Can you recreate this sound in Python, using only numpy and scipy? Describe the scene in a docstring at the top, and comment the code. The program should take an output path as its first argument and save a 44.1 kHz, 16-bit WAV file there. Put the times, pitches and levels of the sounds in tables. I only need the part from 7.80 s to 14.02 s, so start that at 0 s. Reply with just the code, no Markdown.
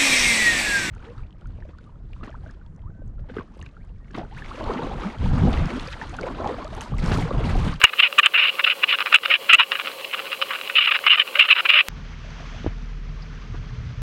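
"""Hard chattering bursts at close range: fishing tackle jerked by a hooked fish against a towed underwater camera.
Each catch sends stick-slip pulses through the ringing housing; single swivel knocks ring it brightly.
The taut line hums over streaming water and hiss; gain control ducks everything after a hard jerk, and peaks clip.
After a click the place is the deck: an outboard throbs as harmonics of its firing rate, the wake hisses as
shaped noise with ringing droplets, the hull rumbles and thumps, and wind noise picks up at the microphone."""
import sys
import numpy as np
from scipy import signal
from scipy.fft import rfft, irfft, next_fast_len
from scipy.io import wavfile
from scipy.ndimage import uniform_filter1d, map_coordinates

SR = 44100
rng = np.random.default_rng(int(sys.argv[2]) if len(sys.argv) > 2 else 0)


def bounce(signal):
    """Save signal as a 16-bit WAV file at the path given by the first command-line argument."""
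    frames = np.transpose(np.atleast_2d(signal))
    limited = np.clip(frames, -1, 1)
    pcm = np.round(limited * 32767).astype(np.int16)
    wavfile.write(sys.argv[1], SR, pcm)


N = 274288
CUT_S = 4.085  # from under water to the deck


def amp(db):
    """Amplitude factor of a level in dB."""
    return 10 ** (np.asarray(db) / 20)


def unit(x):
    """Scale to rms 1."""
    return x / np.sqrt(np.mean(x ** 2) + 1e-20)


def along(points, hz):
    """Interpolate (Hz, value) points on a log frequency axis."""
    point_hz, value = np.transpose(points)
    return np.interp(np.log(hz + 1), np.log(point_hz + 1), value)


def curve(points):
    """Interpolate (s, value) points to one value per sample."""
    point_s, value = np.transpose(points)
    return np.interp(np.arange(N) / SR, point_s, value)


def wobble(rate):
    """A smooth random curve with rate knots a second."""
    knots = rng.standard_normal(int(N * rate / SR) + 4)
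    return map_coordinates(knots, [np.arange(N) * rate / SR])


def filtered(x, response):
    """Multiply the spectrum of x by a response of frequency."""
    size = next_fast_len(len(x) + 4096)
    spectrum = rfft(x, size) * response(np.fft.rfftfreq(size, 1 / SR))
    return irfft(spectrum, size)[:len(x)]


def noise(color):
    """Noise of rms 1, coloured by (Hz, relative dB) points."""
    return unit(filtered(rng.standard_normal(N), lambda hz: amp(along(color, hz))))


def add(track, s, sound):
    """Mix a sound into the track at time s."""
    part = track[max(round(s * SR), 0):][:len(sound)]
    part += sound[:len(part)]


def bell(hz, centre_hz, width_hz):
    """Gain of one resonance, 1 at its centre."""
    return 1 / np.sqrt(1 + (2 * (hz - centre_hz) / width_hz) ** 2)


def hiss():
    """Steady electronic hiss, noise that rises towards the treble."""
    # electronics colour: pitch_hz [Hz], relative_db [dB]
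    hiss_color = [(100, -17), (5000, 4.5), (9000, 7), (15500, 8)]
    return amp(-45.5) * noise(hiss_color)


def flow():
    """Water streams past the housing; eddies sway the level of its coloured noise."""
    # flow colour: pitch_hz [Hz], relative_db [dB]
    flow_color = [(30, -24), (90, -20.5), (180, -11), (300, -6.5), (480, 3), (700, -2.5), (950, -3.5),
                  (1170, 2.5), (1400, -17.5), (2000, -7.5), (2600, -3), (2900, -1.5), (3300, -3),
                  (3750, -17), (3980, -3.5), (4300, -8.5), (5500, -20.5), (9000, -56)]
    eddies_db = 1.8 * wobble(30)
    return amp(-40.0 + eddies_db) * noise(flow_color)


def hull_rumble():
    """The hull rumbles as low noise with a swaying level."""
    # rumble colour: pitch_hz [Hz], relative_db [dB]
    hull_color = [(20, -20), (32, 3), (55, 1), (100, -2.5), (150, 1.5), (200, -8), (250, -10), (330, -25),
                  (430, -18.5), (520, -24), (800, -67)]
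    return amp(-40.0 + 1.3 * wobble(19)) * noise(hull_color)


def wind():
    """Gusts buffet the microphone as swelling low noise."""
    # gust strength: time_s [s], level_db [dB]
    gust_level = [(5.62, -63), (5.71, -34.5), (5.80, -38), (5.85, -51), (5.92, -33), (6.06, -30.5),
                  (6.13, -32), (6.22, -38)]
    # buffeting colour: pitch_hz [Hz], relative_db [dB]
    buffet_color = [(25, -25), (55, -3.5), (85, 1.5), (125, 1), (160, -18), (260, -26), (500, -68),
                    (1500, -86)]
    return amp(curve(gust_level)) * noise(buffet_color)


def droplets(rate=280, pitch_hz=1700, spread=0.565, cycles=5, size_db=1.0):
    """Small bubbles and drops in the wake, rate a second, each a short damped ring."""
    count = int(rate * N / SR)
    t = np.arange(400) / SR
    hz = np.clip(pitch_hz * np.exp(spread * rng.standard_normal((count, 1))), 600, 6000)
    age = t * hz / cycles
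    strength = amp(size_db * np.minimum(rng.exponential(size=(count, 1)), 4))
    rings = strength * age * np.exp(-2 * age) * np.sin(2 * np.pi * hz * t)
    at = rng.integers(N, size=(count, 1)) + np.arange(len(t))
    return unit(np.bincount(at.ravel(), rings.ravel(), N)[:N])


def wake():
    """Churning water hisses and bubbles; foam fizzes mainly where the wake breaks hardest."""
    # strength of the wake: time_s [s], relative_db [dB]
    wash_level = [(4.1, -55), (4.55, -52), (4.8, -50.5), (4.92, -55.5), (5.25, -56.5), (5.5, -55),
                  (6.22, -55.5)]
    # wake colour: pitch_hz [Hz], relative_db [dB]
    wake_color = [(150, -39), (260, -14), (400, -21), (650, -22), (900, -22), (1200, -16), (2200, -20),
                  (3500, -26.5), (5000, -28.5), (6200, -31.5), (7200, -43.5), (9000, -58), (12000, -85)]
    wake_db = curve(wash_level)
    churn = amp(wake_db + 5.5 + wobble(35)) * (noise(wake_color) + amp(-5.0) * droplets())
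    foam_color = [(1000, -37), (2400, -1), (3400, 3.5), (4300, -34), (6200, -7.5), (8000, -28), (12000, -77.5)]
    # twice the dB swing of the churn
    foam = amp(2 * wake_db + 48) * noise(foam_color)
    return churn + foam


def splashes():
    """Brief puffs of spray against the boat, noise around one pitch that swells and dies."""
    # splashes: start_s [s], relative_db [dB], centre_hz [Hz], width_hz [Hz, before sharpening],
    # life_s [s, from start to fullest]
    splash_rows = [(4.862, -31, 1300, 5500, 0.0088), (5.42, -38, 4830, 1610, 0.0043),
                   (5.746, -30, 900, 3020, 0.0041)]
    out, t = np.zeros(N), np.arange(SR // 8) / SR
    for start_s, db, centre_hz, width_hz, life_s in splash_rows:
        spray = unit(filtered(rng.standard_normal(len(t)), lambda hz: bell(hz, centre_hz, width_hz) ** 5))
        add(out, start_s, amp(db) * t / life_s * np.exp(-t / life_s) * spray)
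    return out


def thumps(cycles=0.29):
    """Heavy, damped pushes on the boat that die within a cycle or two."""
    # dull thumps: start_s [s], peak_db [dB], soft_hz [Hz above which a soft contact stops ringing the boat]
    thump_rows = [(4.845, -19, 1200), (4.8637, -8.5, 900), (4.870, -19, 1200), (4.876, -15, 90),
                  (5.744, -23.5, 260)]
    # what they ring with: pitch_hz [Hz], relative_db [dB]
    thump_modes = [(90, -7), (300, 3), (500, -1.5)]
    out, t = np.zeros(N), np.arange(SR // 8) / SR
    for start_s, peak_db, soft_hz in thump_rows:
        push = np.zeros(len(t))
        for hz, db in thump_modes:
            softness = 1 / (1 + (hz / soft_hz) ** 4)
            envelope = t * hz * np.exp(-t * hz / cycles)
            push += amp(db) * softness * envelope * np.sin(2 * np.pi * hz * t)
        add(out, start_s, amp(peak_db) * push / np.abs(push).max())
    return out


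def outboard(firing_hz=39.4, drift=0.01122, flutter_db=1.0):
    """The firing throb swells in the hull; its higher orders drone on and flutter."""
    # strength of the throb: time_s [s], relative_db [dB]
    throb_level = [(4.1, -35.5), (4.8, -34.5), (4.93, -28.5), (5.3, -29.5), (5.6, -35.5), (5.8, -28.5),
                   (6.13, -49), (6.22, -22)]
    # engine orders: multiple of the firing rate [ratio], relative_db [dB]; the first is the throb itself
    motor_orders = [(1, 0), (2, -12), (3, -34), (3.5, -23.5), (4, -13.5), (6, -20), (11, -24), (14, -36),
                    (17, -40.5)]
    phase = 2 * np.pi * np.cumsum(firing_hz * (1 + drift * wobble(7.2))) / SR
    throb = amp(curve(throb_level) - 2.5) * np.sin(phase)
    drone = np.zeros(N)
    for multiple, db in motor_orders[1:]:
        order = np.sin(multiple * phase + 2 * np.pi * rng.random())
        drone += amp(db + flutter_db * wobble(4.5)) * order
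    return np.sqrt(2) * (throb + amp(-37.5) * drone)


def deck():
    """On deck: hull, wind and water around the outboard."""
    return hull_rumble() + wind() + wake() + splashes() + thumps() + outboard()


def line_pitch(pull, slack_hz=536, stretch=.25, lag_s=.07):
    """Pull raises the pitch of the line, by the stretch at full pull; its tension evens out over lag_s."""
    return slack_hz * (1 + stretch * uniform_filter1d(np.minimum(pull, 1), int(lag_s * SR)))


def line_hum(line_hz, usual_db=-44, waver=0.03635, flutter_db=4.5, trim_db=-3.0):
    """Eddies peel off the taut line and make it sing unsteadily, now and then swelling."""
    # the line catches the flow: centre_s [s], half_length_s [s], relative_db [dB]
    line_swells = [(0.355, .035, -43.5), (.665, .03, -31.5), (0.796, 0.0071, -35), (.885, 0.017, -37),
                   (1.508, 0.029, -33), (2.945, 0.015, -36), (3.57, .025, -37), (3.963, 0.021, -28.5)]
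    t = np.arange(N) / SR
    level = amp(usual_db)
    for centre_s, half_s, db in line_swells:
        level = level + amp(db) * np.exp(-((t - centre_s) / half_s) ** 2)
    phase = 2 * np.pi * np.cumsum(line_hz * (1 + waver * wobble(110))) / SR
    return amp(trim_db) * level * unit(np.sin(phase) * amp(flutter_db * wobble(45)))


def contact(body_db, ring_hz, ring_db, edge_db, spot_db=2.5, size=2048, count=80):
    """The housing's answer to one contact; where the tackle touches sets the ring and the share of low body."""
    # housing under water: pitch_hz [Hz], relative_db [dB]
    housing_color = [(60, -50), (400, -26.5), (750, -17), (1100, -7), (1400, -2), (1900, -1), (2400, 5.5),
                     (2900, 1), (3150, -3), (3500, -3), (4000, -11), (4500, -25), (5200, -25),
                     (6200, -57.5), (12000, -60)]
    # its resonances: centre_hz [Hz], width_hz [Hz, before squaring], added_db [dB against the plain housing]
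    shell_modes = [(1194, 165, 3.5), (1480, 200, -6.5), (2923, 270, 4), (3990, 130, -6.5)]
    hz = np.fft.rfftfreq(size, 1 / SR)
    shell = 1 + sum(amp(db) * bell(hz, centre, width) ** 2 for centre, width, db in shell_modes)
    ring = 1 + amp(ring_db) * bell(hz, ring_hz, 423) ** 2
    edge = amp(along([(3000, 0), (4800, edge_db)], hz))
    gain = amp(along(housing_color, hz)) * shell * ring * edge
    # set the body below about 1900 Hz against the ring above it
    low = 1 / (1 + (hz / 1900) ** 8)
    share = np.linalg.norm(gain * low) / np.linalg.norm(gain * (1 - low))
    gain = gain * (amp(body_db) / share) ** low
    # every spot on the housing stresses other overtones
    gain = gain * amp(spot_db * map_coordinates(rng.standard_normal(count), [hz / hz[-1] * (count - 1)]))
    # minimum phase: the ring follows the contact
    cepstrum = irfft(np.log(gain + 1e-6))
    fold = np.r_[1, np.full(size // 2 - 1, 2), 1, np.zeros(size // 2 - 1)]
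    return irfft(np.exp(rfft(cepstrum * fold)))[:size // 2]


def swivel():
    """Single hard contacts of the swivel ring the housing brightly."""
    # contacts: start_s [s], peak_db [dB]
    swivel_ticks = [(0.016, -4), (.327, -12.5), (0.793, -16), (1.038, -9.5), (1.097, -22), (1.187, -7.5),
                    (1.206, -6), (1.261, -6), (1.327, -2.5), (1.386, -10.5), (1.459, -3.5), (1.919, -2.5),
                    (2.013, -17), (2.393, -12), (2.530, -9.5), (2.616, -8), (2.625, -5), (2.813, -12.5),
                    (3.266, -2.5), (3.19, -12.5), (3.857, -13)]
    out = np.zeros(N)
    for start_s, peak_db in swivel_ticks:
        tick = contact(body_db=-0.5, ring_hz=2735, ring_db=7, edge_db=21)
        add(out, start_s, amp(peak_db) * tick / np.abs(tick).max())
    return out


def pulling():
    """Each tug rises, holds while it grows or fades, and lets go; returns the pull and its low body in dB."""
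    # tugs of the fish: start_s [s], length_s [s], relative_db [dB], growth_db [dB from start to end],
    # body_db [dB, low knocking body against the ring]
    fish_tugs = [(0.02, 0.0047, -17.5, -7, 6), (.039, .014, 2.5, 3, -7), (0.066, 0.03, -20.5, 2, -8),
                 (0.131, 0.0056, -21, 3, 2.5), (0.193, 0.012, -4, 5.5, -12.5),
                 (0.228, 0.044, -7, -10.5, -12), (0.386, .011, -1.5, 7, -8), (0.433, 0.022, -9, 0, -8),
                 (0.46, 0.0056, -1, -1.5, -10), (0.543, 0.023, -8.5, 4, -5), (.577, 0.12, -9.5, -6.5, -11),
                 (0.793, 0.014, -15.5, 1, 1.5), (0.842, .008, -9.5, -1.5, -17.5),
                 (0.867, 0.019, -10.5, -4, -8.5), (.901, 0.03, -12.5, -8.5, -11.5),
                 (1.029, 0.012, -11.5, 12.5, -2), (1.084, 0.033, -16, 5.5, -9),
                 (1.125, 0.028, -11.5, -0.5, -7), (1.195, 0.029, -20.5, 6, -1), (1.26, .014, -23.5, 1, 4),
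                 (1.326, 0.011, -15, -3.5, 1), (1.344, .015, 1, 0.5, -15.5), (1.435, 0.028, -21, 6, -4.5),
                 (1.504, 0.026, -10, 3, -8), (1.541, 0.02, -8, -12.5, -15.5), (1.697, 0.019, -4.5, 4, -5.5),
                 (1.731, 0.0205, 4, -2.5, -17), (1.79, 0.025, -2, -2, -7.5), (1.824, 0.011, -11, -1, -10),
                 (1.914, 0.018, -19.5, 3, -1), (1.954, .008, -18.5, -1.5, -4), (1.988, 0.028, -23.5, 5, -2),
                 (2.05, .028, -25, -1, -2), (2.242, 0.0096, -26.5, -1, -23.5), (2.33, .016, -21.5, 5, 0),
                 (2.377, .02, -28, 7, 0), (2.514, 0.022, -24, 3, -8), (2.621, .012, -20.5, -8.5, -15),
                 (2.706, 0.06, -24, -6.5, -2.5), (2.874, 0.0054, -27, -3.5, -12.5),
                 (2.899, 0.014, -23, -3, -0.5), (2.958, 0.034, -6, 6.5, -13.5),
                 (3.005, 0.0584, -11.5, -9.5, -15), (3.076, 0.017, -10, -3, -4.5),
                 (3.113, 0.012, -9.5, -1, -8.5), (3.139, .026, -13.5, 5, -6.5), (3.234, 0.019, -25, 10, 4),
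                 (3.266, .017, -6.5, 1.5, -8), (3.299, 0.028, -1.5, 1, -15.5),
                 (3.334, 0.025, -6.5, -13, -13), (3.373, 0.013, -12, 8, -8), (3.398, 0.027, -10, -14, -15),
                 (3.474, 0.011, -28, 1, 0), (3.557, 0.018, -16.5, -5, -2.5), (3.595, .035, -2.5, 1, -16.5),
                 (3.63, 0.034, -14.5, -4.5, -7), (3.689, .004, -9.5, 2, -5.5), (3.707, 0.022, 0, 1.5, -15),
                 (3.755, 0.0512, -13.5, -2, -2.5), (3.855, 0.012, -12.5, -1, -5.5),
                 (3.891, 0.013, -5, 7, -16.5), (3.911, .018, -10, -5, -3.5), (3.936, 0.075, -4, 2.5, -14)]
    rise_s, fall_s = .0037, .00338
    # the tackle shakes lightly before and after each tug
    shake_db, shake_rise_s, shake_fall_s = -21, 0.013, .014
    # idle rattle between tugs: level, its swing, knots a second and low body
    slack_db, slack_swing_db, slack_per_s, slack_body_db = -39, 3.5, 32, -6.5
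    t = np.arange(N) / SR
    power = amp(slack_db + slack_swing_db * wobble(slack_per_s)) ** 2
    body = power * slack_body_db  # weighted by power
    for start_s, length_s, db, growth_db, body_db in fish_tugs:
        end_s = start_s + length_s
        near = slice(max(int((start_s - .1) * SR), 0), int((end_s + .15) * SR))
        early = np.maximum(start_s - t[near], 0)
        late = np.maximum(t[near] - end_s, 0)
        hold = amp(db + growth_db * np.interp(t[near], [start_s, end_s], [-.5, .5]))
        grip = hold * np.exp(-early / rise_s - late / fall_s)
        shake = hold * amp(shake_db) * np.exp(-early / shake_rise_s - late / shake_fall_s)
        power[near] += grip ** 2 + shake ** 2
        body[near] += grip ** 2 * body_db + shake ** 2 * slack_body_db
    return np.sqrt(power), body / power


def slips(size, rate_hz, bend=.09, scatter=.035, size_db=2.5, count=128):
    """Stick-slip pulses, their rate bending up or down as the tackle swings."""
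    swing = map_coordinates(rng.standard_normal(size // 600 + 4), [np.arange(size) / 600])
    turns = np.cumsum(rate_hz * np.exp(bend * swing)) / SR
    due = np.arange(count) + rng.random() + scatter * rng.standard_normal(count)
    strength = amp(size_db * rng.standard_normal(count)) * (due < turns[-1])
    at = np.interp(due, turns, np.arange(size)).astype(int)
    return unit(np.bincount(at, strength, size))


def tackle(pull, low_db, line_hz, count=200):
    """The tackle catches anew about every 20 ms: hard pulls squeak in stick-slip near the line's pitch,
    light ones rattle loosely and brightly."""
    # settings when slack and when tight
    loose_judder_db, tight_judder_db = 2.5, 0.8
    loose_stray_db, tight_stray_db = 9, -8.5  # stray contacts against the regular slips
    loose_edge_db, tight_edge_db = 10, -1.0  # treble of the contact
    squeal_db = 2  # a tight pull drives the ring harder
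    ring_hz, ring_spread = 2705, .035  # the ring wanders as the tackle shifts on the housing
    rate_spread, body_spread_db, droop_db = .22, 2.0, 0.9
    stray_rate = 600  # a second when slack
    out = np.zeros(N)
    lock = np.interp(20 * np.log10(pull), [-24, -4], [0, 1])  # 0 slack, 1 tight
    judder_db = loose_judder_db * (1 - lock) + tight_judder_db * lock
    pull = pull * amp(judder_db * wobble(170))
    ends = np.arange(1, count + 1) + rng.uniform(-.35, .35, count)
    edges = np.r_[0, ends * CUT_S * SR / count].astype(int)
    for a, b, (pace, body, spot) in zip(edges, edges[1:], rng.standard_normal((count, 3))):
        grip = pull[a:b] * amp(droop_db * np.linspace(.5, -.5, b - a))
        tight = np.average(lock[a:b], weights=grip ** 2)
        paced = slips(b - a, line_hz[a] * np.exp(rate_spread * pace))
        # stray contacts: single ticks when slack, a faint dense scrape when tight
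        hits = rng.random(b - a) < stray_rate * (1 + 8 * tight) / SR
        stray = unit(hits * rng.standard_normal(b - a))
        stray_db = loose_stray_db * (1 - tight) + tight_stray_db * tight
        force = (paced + amp(stray_db) * stray) * grip
        body_db = np.average(low_db[a:b], weights=grip ** 2) + body_spread_db * body
        edge_db = loose_edge_db * (1 - tight) + tight_edge_db * tight
        answer = contact(body_db, ring_hz * np.exp(ring_spread * spot), squeal_db * tight, edge_db)
        burst = signal.fftconvolve(force, answer)
        # the grip alone sets the loudness of the catch
        level = amp(-3) * np.linalg.norm(grip) / (np.linalg.norm(burst) + 1e-12)
        add(out, a / SR, level * burst)
    return out


def underwater():
    """One pull rattles the tackle and tightens the humming line, over flow and hiss."""
    pull, low_db = pulling()
    line_hz = line_pitch(pull)
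    return hiss() + flow() + line_hum(line_hz) + swivel() + tackle(pull, low_db, line_hz)


def scene():
    """Under water first, then on deck, with a click at the change."""
    out = np.where(np.arange(N) / SR < CUT_S, underwater(), deck())
    t = np.arange(SR // 100) / SR
    click = np.exp(-t / 0.00015) * np.cos(2 * np.pi * 1750 * t)
    add(out, CUT_S, amp(-4.0) * click)
    return out[None]


def gain_control(x, threshold_db, slope, sense_s, lag_s, release_db):
    """Turns loud sound down a little late, then recovers by release_db a second."""
    keep = np.exp(-1 / (sense_s * SR))
    level_db = 10 * np.log10(signal.lfilter([1 - keep], [1, -keep], x ** 2) + 1e-12)
    t = np.arange(N) / SR
    over_db = slope * np.maximum(level_db - threshold_db, 0)
    # the deepest cut so far holds while it recovers
    cut_db = np.maximum.accumulate(over_db + release_db * t) - release_db * t
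    return x * amp(-np.interp(t - lag_s, t, cut_db))


def record(dry):
    """Gain control, hard overload at full scale and a sharp limit of the treble."""
    held = gain_control(dry[0], threshold_db=-22.5, slope=0.41, sense_s=0.0095, lag_s=.007, release_db=88)
    top_hz = 15900
    return filtered(np.clip(held, -1, 1), lambda hz: hz < top_hz)[None]


dry = scene()
out = record(dry)
bounce(out)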